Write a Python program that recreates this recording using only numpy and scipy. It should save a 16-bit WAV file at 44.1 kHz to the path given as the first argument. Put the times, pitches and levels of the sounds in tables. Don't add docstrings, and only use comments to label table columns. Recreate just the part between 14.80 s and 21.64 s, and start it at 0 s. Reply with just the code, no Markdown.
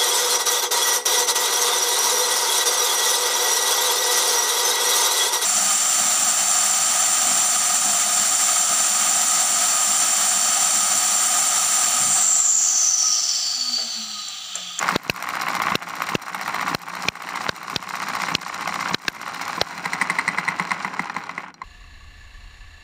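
import sys
import numpy as np
from scipy import signal
from scipy.io import wavfile

SR = 44100
rng = np.random.default_rng(int(sys.argv[2]) if len(sys.argv) > 2 else 0)


def waveform_to_disk(signal):
    frames = np.transpose(np.atleast_2d(signal))
    scaled = np.clip(frames, -1, 1) * 32767
    samples = np.round(scaled).astype(np.int16)
    wavfile.write(sys.argv[1], SR, samples)


def volts(x):
    e = np.asarray(x, float) / 20
    return 10 ** e


N = 301555

# start_s, crack_db, brightness_db, gain_duck_db, crack_lag_ms
POPS = [(0.159, -9.5, -0.5, 20.5, 1.6), (0.297, 5.5, -6, 16, 1.8), (0.953, -16.5, 8.5, 18, 1.5),
        (1.352, -13, 2.5, 19, 1.4), (1.947, -10, 1, 19.5, 1.1), (2.285, -2, -0.5, 20.5, 0.89),
        (2.691, -2, -4, 18, 1.1), (2.96, -1, -0.5, 14, 1.7), (3.548, -13, 9, 14, 3.1),
        (4.144, -4, -5, 21.5, 2.1), (4.28, 7.5, -2.2, 17.5, 1.7), (4.813, -6.5, 3.7, 11.5, 1.2)]
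# trough_s, trough_db, rebound_db, pipe_ring_db
PRESSURE_SWINGS = [(0.1613, -5, -20, -14), (0.2974, -3, -11, -5), (0.954, -8.5, -21, -17.5),
                   (1.3524, -2.5, -18, -16), (1.9478, -13, -19, -19), (2.286, -16.5, -18, -13.5),
                   (2.6927, -14.5, -19.5, -11), (2.9615, -10, -16.5, -43), (3.551, -12.5, -19.5, -38),
                   (4.1452, -10, -23, -44), (4.285, -4.5, -29, -33), (4.816, -35, -20.5, -4)]
# start_s, box_db, rod_ring_db, partner_lag_ms, partner_relative_db
ROD_SLAPS = [(4.908, -21.5, -36, -24, -6), (4.978, -17, -19.5, -29, -10), (5.058, -14.5, -12.5, -4, -2.5),
             (5.133, -11.5, -10.5, 13.5, -23), (5.214, -11.5, -6.5, 6.5, -2), (5.299, -12.5, -8, 5.5, -4),
             (5.387, -12.5, -7.5, 6, -4.5), (5.479, -13, -7.5, 8, -2.5), (5.584, -13, -10.5, -8.5, -8.5),
             (5.686, -14, -8, -7, -4), (5.797, -10.5, -11, 11, -17), (5.916, -11.5, -10.5, -8.5, -5),
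             (6.047, -12.5, -16, 15, -17), (6.194, -10.5, -13, -17, -40), (6.365, -13.5, -16.5, 13, -21),
             (6.579, -18, -16, -25, -26)]
# pitch_hz, width_hz, level_db
BOX_MODES = [(665, 600, -29), (814, 77, 0), (975, 190, 3), (1116, 168, 2.5), (1290, 530, -2),
             (1371, 300, 4.5), (1813, 300, -2.5), (2017, 260, -1.5), (2920, 920, -37)]
# pitch_hz, width_hz, level_db
METAL_MODES = [(3200, 250, -21), (4080, 400, 1), (5120, 890, 0), (5727, 190, -4.5), (6840, 770, -5),
               (8730, 410, -6.5)]
# pitch_hz, width_hz, level_db
PING_MODES = [(10560, 200, -14), (11840, 220, -24), (12200, 820, -4.5), (14100, 370, -6),
              (15300, 450, -3.5)]
# pitch_hz, width_hz, level_db
SPLASH_MODES = [(7840, 300, -8.5), (8870, 630, -5), (10500, 92, -20)]
# pitch_hz, width_hz, level_db
BOARD_MODES = [(111, 50, -16), (186, 47, -2.5), (267, 96, -3), (364, 320, -6.5)]


def in_time(rows):
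    s, *columns = np.transpose(rows)
    return [np.interp(np.arange(N) / SR, s, column) for column in columns]


def contacts(s, db, length_s):
    marks, t = np.zeros(N), np.arange(1200) / SR
    at = np.round(np.asarray(s) * SR).astype(int)
    np.add.at(marks, at[at >= 0], volts(np.asarray(db))[at >= 0])
    touch = np.e * t / length_s * np.exp(-t / length_s)
    return signal.oaconvolve(marks, touch)[:N]


def resonance(x, hz, width_hz):
    r = np.exp(-np.pi * width_hz / SR)
    feed = np.sqrt((1 - r * r) / 2) * np.array([1, 0, -1])
    return signal.lfilter(feed, [1, -2 * r * np.cos(2 * np.pi * hz / SR), r * r], x + 1e-18)


def body(force, modes, low_hz, high_hz, grit_db=0.):
    rough = rng.standard_normal((2, N)) * volts(grit_db * np.minimum(rng.exponential(1, N), 5))
    rough /= rough.std()
    out = np.zeros(N)
    for k, (hz, width_hz, db) in enumerate(modes):
        out += volts(db) * resonance(force * rough[k % 2], hz, width_hz)
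    edges = signal.butter(3, [low_hz, high_hz], "band", fs=SR, output="sos")
    return signal.sosfilt(edges, out) / np.sqrt(len(modes) / 2)


def tock(s, db, hz, swell_s):
    clicks, t = np.zeros(N), np.arange(900) / SR
    strength = volts(db) * rng.choice([-1, 1], len(s))
    clicks[np.round(s[s > 0] * SR).astype(int)] = strength[s > 0]
    swell = (t / swell_s * np.exp(1 - t / swell_s)) ** 0.95
    return signal.oaconvolve(clicks, swell * np.sin(2 * np.pi * hz * t))[:N]


def lumps(db, rate_hz):
    r = np.exp(-2 * np.pi * rate_hz / SR)
    slow = signal.lfilter([1], [1, -2 * r, r * r], rng.standard_normal(N))
    return volts(db * slow / slow.std())


def room(x):
    t = np.arange(6000) / SR
    tail = rng.standard_normal(len(t)) * volts(-60 * t / 0.16) * (t > .004)
    tail = signal.lfilter([.4], [1, -.6], tail)
    return signal.fftconvolve(x, tail / np.sqrt(np.sum(tail ** 2)))[:N]


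def air_rumble():
    # pitch_hz, width_hz, level_db
    air_modes = [(28, 20, 8), (45, 25, -6)]
    return body(volts(-76), air_modes, 15, 70)


def rattle(turn_s):
    # time_s, turns_per_s
    speed = [(0, 16.8), (4.7, 14), (5, 12.4), (5.3, 11.3), (5.7, 8.8), (6.1, 6.9), (6.4, 5.1), (6.62, 4.1),
             (6.7, 2.4), (6.73, 0.47), (6.8, 1.24), (6.84, 1.8)]
    # time_s, nearness_db
    nearness = [(0, 1), (1, 1), (2.4, 0.5), (3.2, -0.8), (4.7, 0), (6.84, 0.6)]
    # full_speed_db, change_db per doubling of speed, nearness_share
    layers = [
        (-29, 7.5, 1.06),
        (-35, 9.5, -0.68),
        (-36.5, 4, -0.032),
        (-44.5, 11.5, 2.1),
    ]
    # turn_share, level_db
    slack = [(0, -2), (.2, -1), (.4, -6.5), (.58, -6), (.72, -6), (.9, -1), (1, -0.5)]
    # turn_share, level_db
    fizz_slack = [(0, 0.1), (.18, -0.5), (.28, -8), (.55, -13), (.64, -2.5), (.74, -10), (.95, -7),
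                  (1, 0.1)]
    full_speed, rest_s, teeth_per_s = 15, 6.818, 350

    octaves = np.log2(np.maximum(in_time(speed)[0], .1) / full_speed)
    near_db = in_time(nearness)[0]
    box_db, metal_db, rumble_db, fizz_db = (
        db + per_db * octaves + share * near_db for db, per_db, share in layers)

    s = np.r_[turn_s, np.array(ROD_SLAPS)[:, 0], rest_s]
    angle = np.interp(np.arange(N) / SR, s, np.arange(len(s))) % 1
    slack_db = np.interp(angle, *np.transpose(slack))
    fizz_db = fizz_db + np.interp(angle, *np.transpose(fizz_slack))
    loaded = np.interp(np.arange(N) / SR, [4.8, 5.1], [1, .4])

    chatter = lumps(3.3, 82.0)
    teeth = (rng.random(N) < teeth_per_s / SR) * np.sqrt(SR / teeth_per_s)
    box_drive = volts(-2.5) * lumps(2.76, 105.0) + volts(-3) * teeth
    metal_drive = chatter + volts(-5.5) * teeth

    out = body(volts(box_db + loaded * slack_db) * box_drive, BOX_MODES, 564, 2900, grit_db=3.0)
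    out += body(volts(metal_db + 0.77 * slack_db) * metal_drive, METAL_MODES, 2350, 8470, grit_db=5.5)
    out += body(volts(fizz_db) * chatter, PING_MODES, 7000, 15800, grit_db=-10.0)
    return out + body(volts(rumble_db), BOARD_MODES, 92, 670)


def intake():
    lead_s, hiss_db = 0.05, -38
    fire_s = np.array(PRESSURE_SWINGS)[:, 0]
    puffs = contacts(fire_s - lead_s, np.full(len(fire_s), hiss_db), 0.0055)
    return body(puffs, SPLASH_MODES + PING_MODES, 7000, 15500)


def turns():
    # first_turn_s, turn_length_ms
    runs = [(-0.034, 61.2), (0.2336, 63), (0.3616, 63.2), (1.0226, 65.5), (1.4182, 63.9), (2.0174, 67.1),
            (2.3545, 66.8), (2.7625, 67.9), (3.0265, 63.6), (3.6166, 63.6), (4.2193, 64), (4.3493, 64.7)]
    # knock_db, ping_db, intake_turn_main_knock_db
    run_levels = [(-14.5, -32, -6), (-14, -18, -18), (-12, -24.5, -34), (-14, -27, -9), (-14, -25.5, -14),
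                  (-14, -27.5, -25), (-12.5, -31.5, -30), (-16, -26.5, -12), (-15, -28, -13),
                  (-14.5, -30.5, -19), (-14.5, -21, -17), (-15.5, -30.5, -39)]
    free_turn = (0, 0.1, -2.5, -10.5, -1.44)
    intake_turn = (-2.1, -6.5, -5.5, 0.5, -8.5)
    firing_turn = (-2.5, 2, -19, -4, -6.5)
    drag_ms_per_turn, shortest_turn_s = 0.7, 0.045
    spread_db = np.array([1.87, 2, 1.87, 1.87, 1.87])

    rows = []
    for (first, turn_ms), (knock_db, ping_db, intake_db), (fire, *_) in zip(
            runs, run_levels, PRESSURE_SWINGS):
        k = np.arange(12)
        s = first + (turn_ms * k + drag_ms_per_turn * k * (k - 1) / 2) / 1000
        s = s[s < fire - shortest_turn_s]
        base = np.array([knock_db, ping_db, knock_db, knock_db, knock_db])
        chance = rng.standard_normal((13, 5)) * spread_db
        missing = (intake_db - knock_db) * np.array([1, 0.96, 0, 0, 0])
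        levels = [base + free_turn] * (len(s) - 1)
        levels += [base + intake_turn + missing, base + firing_turn]
        rows.append(np.column_stack([np.append(s, fire), levels + chance[:len(levels)]]))
    return np.vstack(rows)


def running(powered):
    s, main, ping, quarter, half, last = powered.T
    turn = np.append(np.diff(s), .072)

    knocks = contacts(s - .001, main - 2.5, 0.0012)
    knocks += contacts(s + 0.235 * turn, quarter - 2.5, 0.002)
    knocks += contacts(s + 0.492 * turn, half - 4, 0.0013)
    knocks += contacts(s + .725 * turn, last - 2.6, 0.0013)

    ticks = contacts(s, (main + ping) / 2 - 1.5, 0.00056)
    ticks += contacts(s + 0.15 * turn, quarter - 16, 0.0023)
    ticks += contacts(s + 0.626 * turn, last - 21, 0.0019)

    pings = contacts(s, ping - 0.1, 0.00085)
    pings += contacts(s + 0.13 * turn, ping - 11, 0.002)
    pings += contacts(s + 0.61 * turn, ping - 12, 0.0019)

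    thumps = contacts(s - .002, main - 16, 0.0011)
    thumps += contacts(s + 0.387 * turn, half - 12, 0.005)
    splash = contacts(s, 2 * main - 12, 0.0025)

    rings = tock(s - .001, main - 2.1, 1165, 0.0011)
    rings += tock(s + 0.72 * turn, last - 1.5, 1100, 0.0015)
    rings += tock(s + 0.22 * turn, quarter - 1.5, 1162, 0.0016)
    rings += tock(s + .46 * turn, half - 1.5, 1050, 0.0015)
    rings += tock(s, main - 9, 2124, 0.0022)
    rings += tock(s + 0.72 * turn, last - 12, 1900, 0.0022)
    rings += tock(s, ping - 3, 12090, 0.00077)
    rings += tock(s, ping - 8, 14500, 0.00078)

    out = rings + volts(-4) * body(knocks, BOX_MODES, 583, 3100)
    out += body(ticks, METAL_MODES, 1700, 9500)
    out += body(splash, SPLASH_MODES, 7500, 10300)
    out += body(pings, PING_MODES, 7100, 13500)
    return out + body(thumps, BOARD_MODES, 85, 514)


def coasting_blows():
    # start_s, box_db, tick_db
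    loose = [(4.871, -23, -35), (5.185, -20, -31), (5.271, -22, -29), (5.341, -23, -43), (5.534, -25, -33),
             (5.65, -23, -27), (5.726, -23, -50), (5.823, -22, -28), (5.851, -22.5, -28), (5.874, -22, -32),
             (5.967, -22, -50), (6.001, -20, -33), (6.033, -25, -39), (6.077, -19.5, -37),
             (6.427, -34, -38), (6.138, -20.5, -28), (6.256, -22, -31), (6.269, -22, -45),
             (6.297, -16, -28.5), (6.343, -33, -34), (6.437, -24, -33), (6.468, -28, -36),
             (6.493, -17.5, -31.5), (6.512, -31, -36), (6.639, -25.5, -52), (6.662, -29, -60),
             (6.682, -29, -42), (6.741, -37, -36), (6.817, -27, -35.5), (6.551, -37, -37)]
    s, box, rod, lag_ms, partner = np.transpose(ROD_SLAPS)
    tick = box - 5.5 - 6.5 * (s - 5)
    slaps = [s, box, rod, tick, box - 11.5]
    partners = [s + lag_ms / 1000, box + partner * 0.83, rod + partner, tick + partner,
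                box + partner * 0.21 - 15]
    s, box, tick = np.transpose(loose)
    return np.hstack([slaps, partners, [s, box, box - 15, tick, box - 23]])


def coasting():
    # pitch_hz, swell_s, level_db
    slap_tones = [
        (1007, 0.0014, 3),
        (2016, .0012, 7),
        (182, 0.0055, -1.5),
    ]
    # pitch_hz, width_hz, level_db
    frame_modes = [(4130, 54, 2.5), (5720, 50, -5), (2120, 70, -6)]
    stop_s, stop_db = np.array([6.8165]), -21

    s, box, rod, tick, thump = coasting_blows()
    ticks = contacts(s, tick - 2.5, 0.00078)
    pings = contacts(s, tick - 11 - 6.4 * (s - 5), .0009)
    splash = contacts(s, rod + tick / 2 - 1.5 - 3.6 * (s - 5), 0.0013)

    out = body(contacts(s, box - 11, 0.0023), BOX_MODES, 710, 2640)
    out += volts(-2.0) * body(ticks, METAL_MODES[:5], 2600, 8800)
    out += volts(-7) * body(ticks, frame_modes, 1500, 7300)
    out += body(pings, PING_MODES, 8900, 14000)
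    out += body(splash, SPLASH_MODES, 7760, 9400)
    for level, (hz, swell_s, db) in zip((box, rod, thump), slap_tones):
        out += tock(s - .0012 + 0.63 * swell_s, level + db - 5.0, hz, swell_s)
    out += body(contacts(s + 0.00083, thump - 5, 0.0028), BOARD_MODES, 124, 480)
    out += tock(stop_s, stop_db, 1060, 0.0022)
    return out + tock(stop_s, stop_db - 7, 2040, 0.0018)


def snaps():
    # start_s, peak_db, pipe_pitch_hz
    shocks = [(0.159, -16, 3700), (0.2972, 3.5, 2700), (0.953, -5, 2610), (1.3516, -3.5, 2730),
              (1.947, -10, 1480), (2.2845, -1, 2360), (2.6908, -8, 1500), (2.9622, -8, 4080),
              (3.5514, -2.5, 2940), (4.144, -4, 3970), (4.2822, -3, 2630), (4.814, -6, 1590)]
    return sum(tock(np.array([s]), db - 3, hz, 0.0007) for s, db, hz in shocks)


def exhaust():
    # pitch_hz, width_hz, level_db
    pipe_modes = [(990, 1300, 2), (1590, 70, -1), (2560, 200, -6), (3700, 1330, 1.5), (5600, 610, -20),
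                  (7500, 1300, -49)]
    out, t = np.zeros(N), np.arange(-100, 400) / SR
    trough = (0.69 * (t / 0.00067) ** 2 - 1) * np.exp(-(t / 0.00094) ** 2)
    rebound = np.sin(2 * np.pi * np.clip((t - .0003) / 0.00758, 0, 1)) * np.exp(t / 0.0052)
    ring = np.cos(2 * np.pi * 620 * t) * np.exp(-(t / 0.0013) ** 2)
    for s, trough_db, rebound_db, ring_db in PRESSURE_SWINGS:
        at = round(s * SR) - 100
        swing = volts(trough_db) * trough + volts(rebound_db - 5.5) * rebound - volts(ring_db) * ring
        out[at:at + len(t)] += swing

    s, crack_db, bright_db, duck_db, lag_ms = np.transpose(POPS)
    lever = contacts(s - .007, -18.0 - duck_db / 9, 0.00044)
    dull = contacts(s, crack_db - 9, 0.00086)
    bright = contacts(s + lag_ms / 1000 - .001, crack_db - 2.5 + bright_db, 0.0011)
    out += body(lever, METAL_MODES[3:5], 5700, 7000)
    out += body(dull, pipe_modes[:2], 820, 3200)
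    return out + body(bright, pipe_modes[2:], 1650, 6300)


def scene():
    powered = turns()
    engine = rattle(powered[:, 0]) + running(powered) + coasting()
    engine_in_room = engine + volts(-18) * room(engine)
    return (air_rumble() + intake() + engine_in_room + snaps() + exhaust())[None]


def ducking():
    delay_s, recovery_s = 0.0059, 0.21
    t, db = np.arange(N) / SR, np.zeros(N)
    for s, *_, duck_db, lag_ms in POPS:
        since = t - s - delay_s
        db = np.minimum(db, -duck_db * np.exp(-np.maximum(since, 0) / recovery_s) * (since > 0))
    return volts(signal.lfilter([.02], [1, -.98], db))


def roll_off(x):
    return signal.sosfilt(signal.butter(12, 16500, fs=SR, output="sos"), x)


def record(dry):
    x, gain = dry + volts(-83) * rng.standard_normal(N), ducking()
    treble_split = signal.butter(4, 5770, "high", fs=SR, output="sos")
    treble = signal.sosfiltfilt(treble_split, x)
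    x = (x - treble) * gain + treble * gain ** 0.76
    x = 1.003 * np.tanh(x / 1.202)
    x = signal.sosfilt(signal.butter(2, 40, "high", fs=SR, output="sos"), x)
    x = signal.sosfilt(signal.cheby2(10, 50, 16550, fs=SR, output="sos"), x)
    return roll_off(x)


dry = scene()
out = record(dry)
waveform_to_disk(out)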